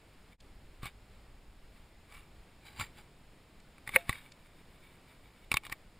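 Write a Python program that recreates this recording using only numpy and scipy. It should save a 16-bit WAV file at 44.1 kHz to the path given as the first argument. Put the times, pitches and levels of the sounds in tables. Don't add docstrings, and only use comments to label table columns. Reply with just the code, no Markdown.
import sys
import numpy as np
from scipy import signal
from scipy.fft import rfft, irfft, next_fast_len
from scipy.io import wavfile
from scipy.ndimage import map_coordinates

SR = 44100
rng = np.random.default_rng(int(sys.argv[2]) if len(sys.argv) > 2 else 0)


def dump_mix(stems):
    frames = np.atleast_2d(stems).T
    limited = np.clip(frames, -1, 1)
    pcm = np.round(limited * 32767).astype(np.int16)
    wavfile.write(sys.argv[1], SR, pcm)


N = 264423

# pitch_hz, level_db
HUSH_COLOUR = [(20, 11.5), (60, 6), (150, 3.5), (400, -3), (1700, -11.5), (2250, -10), (2700, -13),
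               (5400, -20), (6050, -36), (6600, -22), (10000, -23.5), (12100, -33.5), (14400, -24.5),
               (15800, -35)]
# pitch_hz, level_db
WIND_COLOUR = [(10, -3), (28, 0), (55, -4.5), (110, -16), (300, -42), (1000, -91)]
# peak_s, level_db, half_length_s
WIND_GUSTS = [(0.66, -61, 0.2), (1.3, -60.5, 0.5), (2.254, -69, .18), (5.5, -71, 0.27)]
# pitch_hz, level_db
HISS_COLOUR = [(30, -20.5), (150, -1), (2000, 0.5), (5200, -2), (6000, -18.5), (6700, -4.5), (9000, -9),
               (10500, -28)]
# peak_s, level_db, length_s, grip (0 loose, 1 tight)
FINGER_SCUFFS = [(0.33, -62.5, .07, .5), (0.838, -46, .055, .65), (0.868, -44, .05, .55),
                 (1.772, -67.5, .35, .6), (2.149, -53, .19, .65), (2.668, -54, .15, .2),
                 (2.752, -60, .18, .2), (2.81, -36.5, .08, 0.05), (2.983, -54.5, .1, .2),
                 (3.876, -44.5, .035, .8), (3.917, -52, .09, .8), (3.99, -52.5, .14, .85),
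                 (4.101, -44, .07, .6), (4.154, -47.5, .15, .9), (5.521, -36.5, .025, .8),
                 (5.653, -44, .045, .95), (5.721, -36, .028, .95)]
# release_s, level_db
FINGER_DRAGS = [(3.956, -28), (5.57, -37)]
# pitch_hz, level_db
RUB_COLOUR = [(30, -9.5), (130, -2.5), (350, -8.5), (600, -13.5), (900, -3.5), (2000, -0.5), (4500, -12),
              (8000, -17.5), (11000, -18), (15100, -20), (16000, -40.5)]
# pitch_hz, width_hz, loose_grip_db, tight_grip_db
RUB_PEAKS_AND_DIPS = [(830, 100, 11.5, 1.5), (1120, 93, 7, 2), (1870, 260, -2, 0), (2270, 210, 7, 14),
                      (2900, 300, 4.5, 1.5), (3646, 280, 3, 13), (3946, 200, 11.5, -1), (4720, 400, 12, 2),
                      (6000, 780, -15.5, -18.5), (7350, 350, 14, 5), (8380, 450, 10, 10.5),
                      (9800, 600, 7.5, 16), (12100, 970, -16, -19), (14350, 900, 10.5, 15)]
# peak_s, level_db, half_length_s
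THIN_TICKS = [(0.407, -54.5, 0.0037), (3.603, -61.5, 0.0019), (4.322, -52, 0.0023)]
# start_s, force_db, hardness (0-1), weight (0-1), pitch_hz
CASE_CLICKS = [(0.8316, -43, 0, 1, 2300), (0.8562, -39.5, 0.55, 0.78, 2280), (2.1227, -47.5, 0.4, 0, 2330),
               (2.7972, -32.5, 0.3, 0.55, 2270), (3.7815, -55, .52, .15, 2300),
               (3.8756, -45, 0.77, .7, 1940), (3.8916, -40, 0.64, 0.66, 2100),
               (3.9607, -30, 0.96, 0.45, 2138), (4.0935, -27.5, .62, .83, 1984),
               (4.1280, -44.5, 0.77, .35, 2040), (5.5160, -24, .63, .38, 2360),
               (5.5277, -37, 0.4, 0.56, 2400), (5.5409, -21, 0.06, 0.54, 2230),
               (5.5696, -24.5, 0.63, 0.02, 2386), (5.6350, -50, .45, .1, 2200),
               (5.6662, -39, 0.18, 0.3, 2220), (5.6970, -41, .3, 0.54, 2190), (5.7253, -32, 0.56, 0, 2020)]
# pitch_hz, level_db
CRACK_COLOUR = [(300, -29), (2500, -10), (4200, -5), (5500, -1), (6050, -16), (6600, -3.5), (8200, 0),
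                (12100, -20.5), (14500, -6), (16000, -27)]
# pitch_multiple, level_db, fade_s (time to fall by 60 dB)
RING_TONES = [(1, 0.5, .012), (1.11, -9.5, 0.02), (.8, -14, .012)]
# pitch_hz, level_db, fade_s
BRIGHT_TONES = [(9500, -17, 0.016), (9800, -12.5, 0.01), (14120, -17.5, 0.012), (14450, -20.5, .014)]
# pitch_hz, level_db, fade_s
SHELL_TONES = [(200, -16.5, .02), (833, -8, .026), (1116, -1.5, .03), (1500, -18.5, 0.018),
               (2710, -13.5, 0.025), (3600, -7.5, .022), (4015, -7.5, 0.018), (7920, -15, .018),
               (8290, -15.5, 0.023), (10880, -23.5, .02), (13100, -24, .02)]
# pitch_hz, level_db, fade_s
MOUNT_TONES = [(528, -19.5, 0.053), (688, -43, .28), (870, -20.5, 0.025), (1680, -29, .025),
               (1860, -10.5, 0.021), (2620, -54.5, .2), (2823, -56, .25), (11300, -65, .27),
               (12670, -65.5, .25)]
# pitch_hz, level_db, fade_s
THUMP_TONES = [(48, -6, .068), (115, -4, .046), (198, -9, .018)]
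# pitch_hz, level_db
PUSH_COLOUR = [(12, -11), (30, -2), (60, -4), (120, -3.5), (250, -19.5), (800, -70)]
# pitch_hz, level_db
TICK_COLOUR = [(300, -23), (3500, -2), (4800, 1), (5600, -9), (6050, -13), (6600, -6), (7300, -4),
               (9000, -12), (15000, -35)]

TIME_S = np.arange(N) / SR


def amp(db):
    return 10 ** (np.asarray(db) / 20)


def unit(x):
    return x / np.sqrt(np.mean(x ** 2) + 1e-20)


def between(ends, share):
    return np.interp(share, [0, 1], ends)


def colour_db(colour, hz):
    pitches, levels = np.transpose(colour)
    return np.interp(np.log(hz + 1), np.log(pitches + 1), levels)


def wobble(rate_hz):
    points = rng.standard_normal(int(N * rate_hz / SR) + 4)
    return map_coordinates(points, [TIME_S * rate_hz])


def swells(rows):
    return sum(amp(db) * np.exp(-.5 * ((TIME_S - peak_s) / half_s) ** 2) for peak_s, db, half_s in rows)


def filtered(x, gain_at):
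    size = next_fast_len(N + SR // 2)
    hz = np.fft.rfftfreq(size, 1 / SR)
    return irfft(rfft(x, size) * gain_at(hz), size)[..., :N]


def noise(colour):
    return unit(filtered(rng.standard_normal(N), lambda hz: amp(colour_db(colour, hz))))


def add(track, start_s, sound):
    part = track[round(start_s * SR):][:len(sound)]
    part += sound[:len(part)]


def ringing(tones, t, attack_s):
    waves = sum(amp(db - 60 * t / fade_s) * np.sin(2 * np.pi * hz * t) for hz, db, fade_s in tones)
    return waves * (1 - np.exp(-(t / attack_s) ** 2))


def hush():
    return amp(-59.5 + .5 * wobble(7.1) + .21 * wobble(.75)) * noise(HUSH_COLOUR)


def wind(breeze_db=-66.5):
    rumble = unit(noise(WIND_COLOUR) * amp(3 * wobble(16)))
    return (amp(breeze_db) + swells(WIND_GUSTS)) * rumble


def hiss():
    return amp(-76.5) * np.array([noise(HISS_COLOUR), noise(HISS_COLOUR)])


def skin():
    return unit(rng.standard_normal(N) * amp(2.56 * wobble(700) + wobble(90)))


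def colour_touch(force, grip, vary_db, size=2048):
    hz = np.fft.rfftfreq(size, 1 / SR)
    db = colour_db(RUB_COLOUR, hz)
    for pitch_hz, width_hz, loose_db, tight_db in RUB_PEAKS_AND_DIPS:
        db += between((loose_db, tight_db), grip) / (1 + (2 * (hz - pitch_hz) / width_hz) ** 2)
    db += vary_db * map_coordinates(rng.standard_normal(size), [hz / 170])
    folded = irfft(np.log(amp(db)))
    folded[1:size // 2] *= 2
    folded[size // 2 + 1:] = 0
    response = irfft(np.exp(rfft(folded)))
    return signal.fftconvolve(force, response / np.linalg.norm(response))[:len(force)]


def scuffs(rise_share=.39, push_range_db=(-6, -13.5)):
    out = np.zeros(N)
    grains = skin()
    push = noise(PUSH_COLOUR)

    def stroke(peak_s, db, rise_s, fall_s, grip, push_db):
        near = (TIME_S > peak_s - 2 * rise_s) & (TIME_S < peak_s + 2 * fall_s + .02)
        t = TIME_S[near]
        effort = amp(db - 20 * np.maximum((peak_s - t) / rise_s, (t - peak_s) / fall_s))
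        rub = colour_touch(grains[near] * effort, grip, vary_db=2.5)
        add(out, t[0], rub + amp(push_db) * push[near] * effort)

    for peak_s, db, length_s, grip in FINGER_SCUFFS:
        rise_s = rise_share * length_s
        stroke(peak_s, db, rise_s, length_s - rise_s, grip, between(push_range_db, grip))
    for release_s, db in FINGER_DRAGS:
        stroke(release_s, db, rise_s=.02, fall_s=.015, grip=1, push_db=-18.5)
    return out


def dip(centre_s=.3736, half_length_s=.05, depth_db=-33):
    away = np.minimum(np.abs(TIME_S - centre_s) / half_length_s, 1)
    return np.maximum(away ** 1.6, amp(depth_db))


def ticks():
    return swells(THIN_TICKS) * noise(TICK_COLOUR)


def crack(t, bright_noise, attack_s=.00022, fade_s=.016, direct_fade_s=.011):
    burst = rng.standard_normal(len(t)) * amp(-60 * t / fade_s) * (1 - np.exp(-t / attack_s))
    direct = amp(-8.5 - 60 * t / direct_fade_s) * bright_noise[:len(t)]
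    return colour_touch(burst, grip=.4, vary_db=3.5) + direct


def shell_knock(t):
    tones = [(hz * (1 + rng.normal(0, .006)), db + rng.normal(0, 2.2), fade_s)
             for hz, db, fade_s in SHELL_TONES]
    return ringing(tones, t, attack_s=.0005)


def clicks(ring_range_db=(-16, 33.5), thump_range_db=(-28, 12), bounce_s=.0031, snap_s=3.9612):
    out = np.zeros(N)
    t = np.arange(SR // 4) / SR
    bright_noise = noise(CRACK_COLOUR)
    hardest = max(row[2] for row in CASE_CLICKS)
    for start_s, force_db, hardness, weight, pitch_hz in CASE_CLICKS:
        tones = [(multiple * pitch_hz, db, fade_s) for multiple, db, fade_s in RING_TONES]
        ring = amp(between(ring_range_db, hardness)) * ringing(tones + BRIGHT_TONES, t, attack_s=.00076)
        knock = amp(-11 + 8 * hardness + 14 * weight) * shell_knock(t)
        thump = amp(between(thump_range_db, weight)) * ringing(THUMP_TONES, t, attack_s=.00056)
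        click = crack(t, bright_noise[round(start_s * SR):]) + ring + knock + thump
        add(out, start_s, amp(force_db) * click)
        if hardness == hardest:
            add(out, start_s + bounce_s, amp(force_db - 8.5) * ring)
    add(out, snap_s, ringing(MOUNT_TONES, t, attack_s=.00078))
    return out


def rustle(start_s=3.9, end_s=5.45, fade_db_per_s=2.5):
    effort = amp(-67.5 - fade_db_per_s * (TIME_S - start_s) + 4 * wobble(19))
    moving = (TIME_S > start_s) & (TIME_S < end_s)
    return colour_touch(skin() * effort * moving, grip=.82, vary_db=1)


def scene():
    mono = clicks() + scuffs() + rustle() + ticks() + hush() + wind()
    return (mono + hiss()) * dip()


def record(dry, top_hz=15900):
    return filtered(dry, lambda hz: 1 / np.sqrt(1 + (hz / top_hz) ** 120))


dry = scene()
out = record(dry)
dump_mix(out)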